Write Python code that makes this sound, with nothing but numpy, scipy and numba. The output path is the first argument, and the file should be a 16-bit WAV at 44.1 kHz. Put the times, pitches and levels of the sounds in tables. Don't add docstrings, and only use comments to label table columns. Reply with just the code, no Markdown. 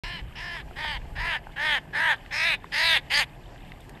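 import sys
import numpy as np
from scipy import signal
from scipy.fft import rfft, irfft, next_fast_len
from scipy.io import wavfile
from scipy.ndimage import uniform_filter1d
from numba import njit

SR = 44100
rng = np.random.default_rng(int(sys.argv[2]) if len(sys.argv) > 2 else 0)


def to_wav(sig):
    pcm = np.clip(np.atleast_2d(sig), -1, 1) * 32767
    pcm = np.round(pcm).astype(np.int16)
    wavfile.write(sys.argv[1], SR, pcm.T)


def makeup_ratio(level_db):
    decades = np.asarray(level_db, float) / 20
    return 10 ** decades


N = 176400

# time_s, level_db
GUSTS = [(0.04, -39), (0.16, -45.5), (0.23, -34.5), (0.36, -46.5), (1.12, -36), (1.18, -31.5),
         (1.37, -48.5), (3.97, -48.5), (4.0, -66)]
# frequency_hz, density_db (per Hz)
WIND_SPECTRUM = [(8.8, -24), (15, -6.5), (45, 4), (97, -9.5), (141, -9.5), (231, -31), (400, -35.5),
                 (520, -25.5), (880, -120)]
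# frequency_hz, density_db (per Hz)
AMBIENCE_SPECTRUM = [(59, -30.5), (100, -4.5), (156, -1.5), (200, -9), (385, -11.5), (496, -15.5),
                     (806, -12), (1450, -29.5), (1580, -20), (2360, -25), (2980, -23.5), (3670, -34),
                     (4700, -34.5), (6300, -43), (7400, -36.5), (8600, -39), (9800, -45), (11600, -44.5),
                     (15400, -44)]
# time_s, level_db, pitch_hz, throat_hz, beak_hz, beak_db, rasp_db
CAW_CONTOURS = [
    [(0.03, -34.5, 355.6, 2260, 2980, 15.5, 19), (0.075, -37.5, 347.3, 2010, 2900, 11, 17.5),
     (0.117, -36, 353, 1960, 3000, 17, 14), (0.167, -37, 335, 1950, 3050, 13, 12),
     (0.179, -41, 321.6, 2030, 2900, 13, 15), (0.199, -40, 291, 2020, 2960, 14, 9),
     (0.215, -50, 264, 2010, 3050, 13, 6.0)],
    [(0.345, -71, 291.5, 1830, 3050, 5, 6.0), (0.357, -42.5, 284.5, 1800, 2900, 14, 18),
     (0.389, -38, 326.4, 1910, 2860, 10, 23), (0.439, -36.5, 351, 1820, 2900, 7, 17.5),
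     (0.557, -35.5, 339.5, 1800, 3100, 8, 13), (0.615, -41.5, 277, 1800, 3440, 14, 6),
     (0.63, -66, 281, 1880, 3200, 18, 8)],
    [(0.755, -43, 258.3, 1800, 3080, 11, 15), (0.793, -34, 303, 1920, 3360, 1, 15),
     (0.819, -33, 311.6, 1960, 3370, 8, 10), (0.847, -31, 305.7, 1910, 3340, 12.5, 10.5),
     (0.909, -31, 298.7, 1840, 3100, 15, 12), (0.977, -36.5, 246, 2100, 3100, 12, 6.5),
     (0.99, -70, 228, 1990, 3120, 22, 6.0)],
    [(1.15, -41, 252.2, 1740, 2980, 7, 12), (1.206, -30.5, 318.4, 1860, 3180, 3, 15),
     (1.23, -31, 331.2, 1920, 3200, -14, 13), (1.284, -28, 342, 1960, 2960, 5.5, 8),
     (1.346, -27.5, 308.2, 1550, 3160, 13.5, 3), (1.366, -28, 271.5, 1800, 2950, 8, 2),
     (1.395, -56.5, 277, 1900, 3100, 3, 18)],
    [(1.555, -61, 264, 1780, 3110, 31, 6.0), (1.563, -35.5, 271.9, 1670, 3000, 6, -3),
     (1.607, -28, 296, 1810, 3230, 4, 5), (1.659, -25, 311.9, 1850, 3320, 9, 7.5),
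     (1.741, -22.5, 288.2, 1780, 3250, 14.5, -4), (1.783, -27.5, 249, 1910, 3070, 7, 0),
     (1.805, -61, 231, 1850, 3100, 21, 20)],
    [(1.925, -41.5, 275.6, 1740, 3240, 4, 3), (1.955, -26.5, 284.2, 1720, 3320, -1, 6.0),
     (2.007, -24, 318, 1810, 2920, -9, 4), (2.059, -22.5, 325.7, 1740, 3100, 6, -21),
     (2.117, -20, 291.4, 1720, 3500, 11.5, -22), (2.141, -28, 248.6, 1680, 3200, 5, -15),
     (2.165, -53, 249, 1730, 3240, 19, 20)],
    [(2.305, -40, 268.3, 2010, 3340, 11, 6), (2.335, -29.5, 287.8, 1740, 3440, -6, 23),
     (2.389, -27, 315.2, 1990, 3600, -4, 21), (2.415, -24, 316.5, 2030, 3670, 1.5, 19),
     (2.475, -22.5, 343.4, 2110, 3780, 14, 8.5), (2.549, -24.5, 285, 2300, 3860, 11, -6),
     (2.572, -59, 247, 2350, 3400, 23, 12)],
    [(2.715, -37, 287, 1950, 3190, 11, 12), (2.741, -27.5, 283.8, 1880, 3140, 2, 21),
     (2.795, -23, 313, 1940, 4000, 5, 19), (2.865, -21.5, 333.3, 2050, 3900, 16.5, 10.5),
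     (2.939, -19.5, 319.4, 1930, 3660, 18.5, 4.5), (2.975, -21.5, 270.8, 2020, 3560, 17.5, -3),
     (3.003, -48, 270, 2100, 3550, 12, 14)],
    [(3.095, -42, 255, 2060, 3070, 12, 11), (3.111, -27, 252.3, 2030, 2880, 9, 12),
     (3.127, -23.5, 275, 2080, 3100, 10.5, 14.5), (3.147, -21.5, 287.7, 1930, 3140, 7, 20),
     (3.197, -20.5, 295.1, 1980, 3380, 8, 14.5), (3.223, -24, 240.4, 2140, 2800, 8, 10.5),
     (3.243, -35, 218, 2220, 3770, 14, -4), (3.255, -65, 221, 2200, 3700, 7, -5)],
]
BREATH_SHARES = [.04, .05, .06, .10, .04, .05, .09, .06, .06]
# tremble_hz (at the start), lift_db, beak_gap (depth 0-1), rasp_gap (depth 0-1), windpipe_db
CAW_MANNERS = [(18.8, 5, 0.063, 0.14, 11.5), (20.1, 3, 0.11, 0.31, 7.5), (15, 1.5, 0.7, 0.44, 9.5),
               (19.4, 0.5, 0.13, 0.43, 8), (12, -1.5, 0.67, .4, 3.5), (21.9, -1, 0.77, 1, 4.5),
               (16.8, 3.5, 1, 1, -1), (18.4, 7.5, 0.11, 0.088, 1.7), (17.4, 10, 0.13, 0.067, 2)]
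# throat_width_hz, mouth_hz, mouth_db, beak_width_hz, rasp_hz (mid-caw)
VOCAL_TRACTS = [(600, 4130, 12.5, 170, 5200), (390, 2420, 2, 380, 5180), (384, 2500, 1.5, 360, 4800),
                (400, 2400, 4, 520, 4950), (392, 2600, 4.5, 340, 5040), (394, 2600, 1, 320, 5080),
                (600, 2540, 5.5, 560, 5180), (407, 2730, 5.5, 310, 4880), (407, 2500, 3.5, 350, 4770)]
REFLECTION_DELAYS_MS = [0.377, 0.375, 0.49, 0.466, .47, 0.47, 0.48, .47, 0.451]
# frequency_hz, gain_db
VOICE_RESPONSE = [(260, -82), (450, -7), (623, -9), (755, -1.5), (875, -2), (985, -2.5), (1090, -6.5),
                  (1360, -8), (1730, 1.5), (1940, -2.5), (2980, -6), (3950, -12), (5080, -19.5),
                  (5900, -30.5), (6700, -28), (7920, -28.5), (8650, -28), (9600, -32.5), (10800, -29.5),
                  (15400, -43)]
# delay_s, gain_db
ECHOES = [(0.02, -28.5), (0.082, -34), (0.131, -35.5)]
# start_s, peak_db
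INSECT_CHIRPS = [(0.2384, -53), (0.265, -58), (0.295, -63), (0.3232, -52), (1.0744, -58), (3.455, -49)]
# start_s, level_db, pitch_hz
LOW_KNOCKS = [(0.567, -26.5, 995), (0.68, -38, 880), (0.71, -31, 734), (0.848, -22.5, 825),
              (1.469, -27, 830), (1.492, -35, 830), (1.502, -40, 904), (1.855, -38, 950), (2.637, -55, 600),
              (2.643, -24.5, 1030)]
# start_s, level_db, pitch_hz
SHARP_TICKS = [(1.0171, -39.5, 1800), (1.0545, -42, 1660), (2.262, -32, 1990), (3.5603, -40, 1860),
               (3.678, -52, 2750), (3.7196, -29.5, 2050), (3.894, -40, 1870), (3.974, -39, 2000)]
# start_s, level_db, pitch_hz
THIN_SNAPS = [(3.806, -48, 8340), (3.8938, -43.5, 8700)]


def rms_one(x):
    return x / np.sqrt(np.mean(x ** 2) + 1e-20)


def at_hz(points, hz):
    table_hz, table_db = np.array(points).T
    return np.interp(np.log(hz + 1), np.log(table_hz), table_db)


def drift(rate_hz, size=N):
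    r = np.exp(-2 * np.pi * rate_hz / SR)
    settle = 20000
    slow = signal.lfilter([1], [1, -2 * r, r * r], rng.standard_normal(size + settle))
    return rms_one(slow[settle:])


def colour(x, spectrum):
    size = next_fast_len(len(x) + 8192)
    size += size % 2
    gain = makeup_ratio(at_hz(spectrum, np.fft.rfftfreq(size, 1 / SR)))
    cepstrum = irfft(np.log(gain), size)
    cepstrum[1:size // 2] *= 2
    cepstrum[size // 2 + 1:] = 0
    return irfft(rfft(x, size) * np.exp(rfft(cepstrum)), size)[:len(x)]


@njit
def resonance(x, hz, width_hz, sr):
    y, r = np.zeros(len(x)), np.exp(-np.pi * width_hz / sr)
    for i in range(2, len(x)):
        drive = (1 - r * r) / 2 * (x[i] - x[i - 2])
        y[i] = drive + 2 * r * np.cos(2 * np.pi * hz[i] / sr) * y[i - 1] - r * r * y[i - 2]
    return y


def patchy_noise(spectrum, patchy_db, rate_hz):
    edges_hz, out = 15 * 2.0 ** np.arange(11), 0
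    for low, high in zip(edges_hz, edges_hz[1:]):
        band_pass = signal.butter(2, [low, high], "band", fs=SR, output="sos")
        band = signal.sosfilt(band_pass, rng.standard_normal(N))
        out = out + band * makeup_ratio(patchy_db * drift(rate_hz))
    return rms_one(colour(out, spectrum))


def wind():
    gust_db = np.interp(np.arange(N) / SR, *np.transpose(GUSTS))
    return makeup_ratio(gust_db) * patchy_noise(WIND_SPECTRUM, patchy_db=1.5, rate_hz=9.9)


def ambience():
    return makeup_ratio(-48) * patchy_noise(AMBIENCE_SPECTRUM, patchy_db=2.0, rate_hz=8.3)


def rustle():
    rate_per_s, level_db, spread_db = 130, -60.5, -7.5
    sizes = makeup_ratio(spread_db * np.minimum(rng.exponential(1, N), 4)) * rng.choice([-1, 1], N)
    struck = rng.random(N) < rate_per_s * makeup_ratio(4 * drift(3)) / SR
    clicks, dealt = sizes * struck, rng.integers(0, 10, N)
    rings = 0
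    for k, hz in enumerate(np.geomspace(700, 3600, 10)):
        ring = resonance(clicks * (dealt == k), np.full(N, hz), 0.04 * hz, SR)
        rings = rings + ring / np.sqrt(hz)
    low_pass = signal.butter(4, 3800, fs=SR, output="sos")
    return makeup_ratio(level_db) * rms_one(signal.sosfilt(low_pass, rings))


def whine():
    pitch_hz, level_db, wobble_db = 11600, -78.5, -1
    tone = np.sqrt(2) * np.sin(2 * np.pi * pitch_hz * np.arange(N) / SR)
    return makeup_ratio(level_db + wobble_db * drift(20)) * tone


def tremble(size):
    rate_hz, wander, dip = 55.0, 0.05, .22
    cycles = np.cumsum(rate_hz * (1 + wander * drift(5.84, size=size))) / SR
    turn = 2 * np.pi * (rng.random() + cycles)
    return np.cos(turn) - dip * np.cos(2 * turn)


def voice_pulses(pitch, phase):
    patchy_db, patches_hz, treble_patches_hz, treble_patchier = 1.5, 7.8, 14, 2.2
    smear_rad, scatter_rad = .21, 1.28
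    k = np.arange(1, 60)[:, None]
    rates = [patches_hz if j < 11 else treble_patches_hz for j in range(36)]
    swell = makeup_ratio(patchy_db * np.array([drift(rate, size=len(phase)) for rate in rates]))
    swell = swell[np.where(k < 12, k, 6 + k // 2)[:, 0]]
    swell = swell ** np.where(k < 16, 1, treble_patchier)
    lag = smear_rad * k * k + scatter_rad * rng.standard_normal(k.shape)
    partials = swell * np.cos(k * phase + lag) * (k * pitch < 16000)
    return rms_one(np.sum(partials, axis=0))


def breath_noise(phase):
    gated = rms_one(rng.standard_normal(len(phase)) * (1 + 0.34 * np.cos(phase)))
    return signal.sosfilt(signal.butter(1, 900, "high", fs=SR, output="sos"), gated)


def vocal_tract(x, throat, beak, beak_db, rasp_db, beak_gap, rasp_gap, pipe_db, tract):
    throat_width, mouth, mouth_db, beak_width, rasp_mid = tract
    rasp = rasp_mid * (1 + .06 * np.linspace(.5, -.5, len(x)))
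    steady = np.ones(len(x))
    gap_width_hz = 400
    x = x + (makeup_ratio(11.5) - 1) * resonance(x, throat, throat_width, SR)
    x = x + (makeup_ratio(mouth_db) - 1) * resonance(x, mouth * steady, 167, SR)
    x = x + (makeup_ratio(beak_db) - 1) * resonance(x, beak, beak_width, SR)
    x = x + (makeup_ratio(rasp_db) - 1) * resonance(x, rasp, 550, SR)
    x = x - np.clip(beak_gap, 0, 1) * resonance(x, beak - 584, gap_width_hz, SR)
    x = x - np.clip(rasp_gap, 0, 1) * resonance(x, rasp - 600, gap_width_hz, SR)
    x = x + (makeup_ratio(pipe_db) - 1) * resonance(x, 894 * steady, 177, SR)
    return colour(x, VOICE_RESPONSE)


def facing_treble(x, t, db, lift_db, bounce_ms):
    lift_above_hz, treble_per_db, bounce_db, bounce_drift = 5960, .3, -5.0, .04
    top = signal.sosfiltfilt(signal.butter(3, lift_above_hz, "high", fs=SR, output="sos"), x)
    moved = bounce_drift * np.linspace(-1, 1, len(t)) * rng.uniform(-1, 1)
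    delay_s = bounce_ms / 1e3 * (1 + moved)
    bounce = makeup_ratio(bounce_db) * np.interp(t - delay_s, t, top)
    return x - top + makeup_ratio(lift_db + treble_per_db * (db - db.max())) * (top + bounce)


def caw(rows, breath, manner, tract, bounce_ms):
    s, *columns = np.transpose(rows)
    tremble_hz, lift_db, beak_gap, rasp_gap, pipe_db = manner
    t = np.arange(s[0], s[-1], 1 / SR)
    size = len(t)
    db, pitch, throat, beak, beak_db, rasp_db = [np.interp(t, s, c) for c in columns]
    onset = np.exp((s[0] - t) / .025)
    since_dive = np.minimum(t - s[-2], 0)
    shake = tremble(size)

    pitch = pitch * (1 - .08 * onset - .1 * np.exp(since_dive / .012))
    pitch = pitch + tremble_hz * np.linspace(1, .3, size) * shake
    pitch = pitch + 2.1 * drift(80.0, size=size)
    phase = 2 * np.pi * np.cumsum(pitch) / SR

    breath = breath + .4 * onset + .25 * np.exp(since_dive / .015)
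    source = np.sqrt(1 - breath) * voice_pulses(pitch, phase) + np.sqrt(breath) * breath_noise(phase)
    source = source * makeup_ratio(.8 * drift(190, size=size))
    x = vocal_tract(source, throat, beak, beak_db, rasp_db, beak_gap, rasp_gap, pipe_db, tract)
    x = facing_treble(x, t, db, lift_db, bounce_ms)

    power = uniform_filter1d(uniform_filter1d(x ** 2, size=900), size=900)
    evened = x / np.sqrt(power + 1e-12)
    attack = np.minimum((t - s[0]) / .009, 1)
    return int(s[0] * SR), evened * makeup_ratio(db + 1.27 * shake) * attack


def field_echoes(x):
    dull = signal.sosfilt(signal.butter(2, 1800, fs=SR, output="sos"), x)
    n = np.arange(N)
    return sum(makeup_ratio(db) * np.interp(n - s * SR, n, dull, left=0) for s, db in ECHOES)


def crow():
    calls = np.zeros(N)
    for settings in zip(CAW_CONTOURS, BREATH_SHARES, CAW_MANNERS, VOCAL_TRACTS, REFLECTION_DELAYS_MS):
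        i, x = caw(*settings)
        calls[i:i + len(x)] += x
    return calls + field_echoes(calls)


def insect():
    pitch_hz, peak_after_s = 3100, 0.0044
    t, envelope = np.arange(N) / SR, 0
    for s, db in INSECT_CHIRPS:
        envelope = envelope + makeup_ratio(db) * np.exp(-((t - s - peak_after_s) / peak_after_s * 2) ** 2)
    return np.sin(2 * np.pi * pitch_hz * t) * envelope


def taps(rows, cycles, overtone, crack_db, size):
    overtone_db, rise_cycles, crack_t60_s = -6.0, 0.52, 0.031
    out, t = np.zeros(N + SR), np.arange(1500) / SR
    for s, db, hz in rows:
        ring = np.sin(2 * np.pi * hz * t) + makeup_ratio(overtone_db) * np.sin(2 * np.pi * overtone * hz * t)
        rise = np.sin(np.minimum(t * hz / rise_cycles, 1) * np.pi / 2) ** 2
        ring = makeup_ratio(db) * ring * makeup_ratio(-60 * t * hz / cycles) * rise
        noise = uniform_filter1d(rng.standard_normal(len(t)), size=size)
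        crack = noise * makeup_ratio(db + crack_db - 60 * t / crack_t60_s)
        i = int(s * SR)
        out[i:i + len(t)] += ring + crack
    return out[:N]


def knocks():
    return taps(LOW_KNOCKS, cycles=13.7, overtone=1.85, crack_db=-19.0, size=9)


def ticks():
    return taps(SHARP_TICKS, cycles=22, overtone=1.29, crack_db=-28.0, size=6)


def snaps():
    return taps(THIN_SNAPS, cycles=46, overtone=1.33, crack_db=-3.5, size=2)


def scene():
    background = wind() + ambience() + rustle() + whine()
    events = crow() + insect() + knocks() + ticks() + snaps()
    return (background + events)[None]


def band_limit(x):
    return signal.sosfilt(signal.butter(12, 15740, fs=SR, output="sos"), x)


def record(dry):
    low_pass = signal.cheby2(12, 60, 15800, fs=SR, output="sos")
    mix = signal.sosfilt(low_pass, dry) * (np.arange(N) >= .036 * SR)
    return band_limit(mix)


dry = scene()
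out = record(dry)
to_wav(out)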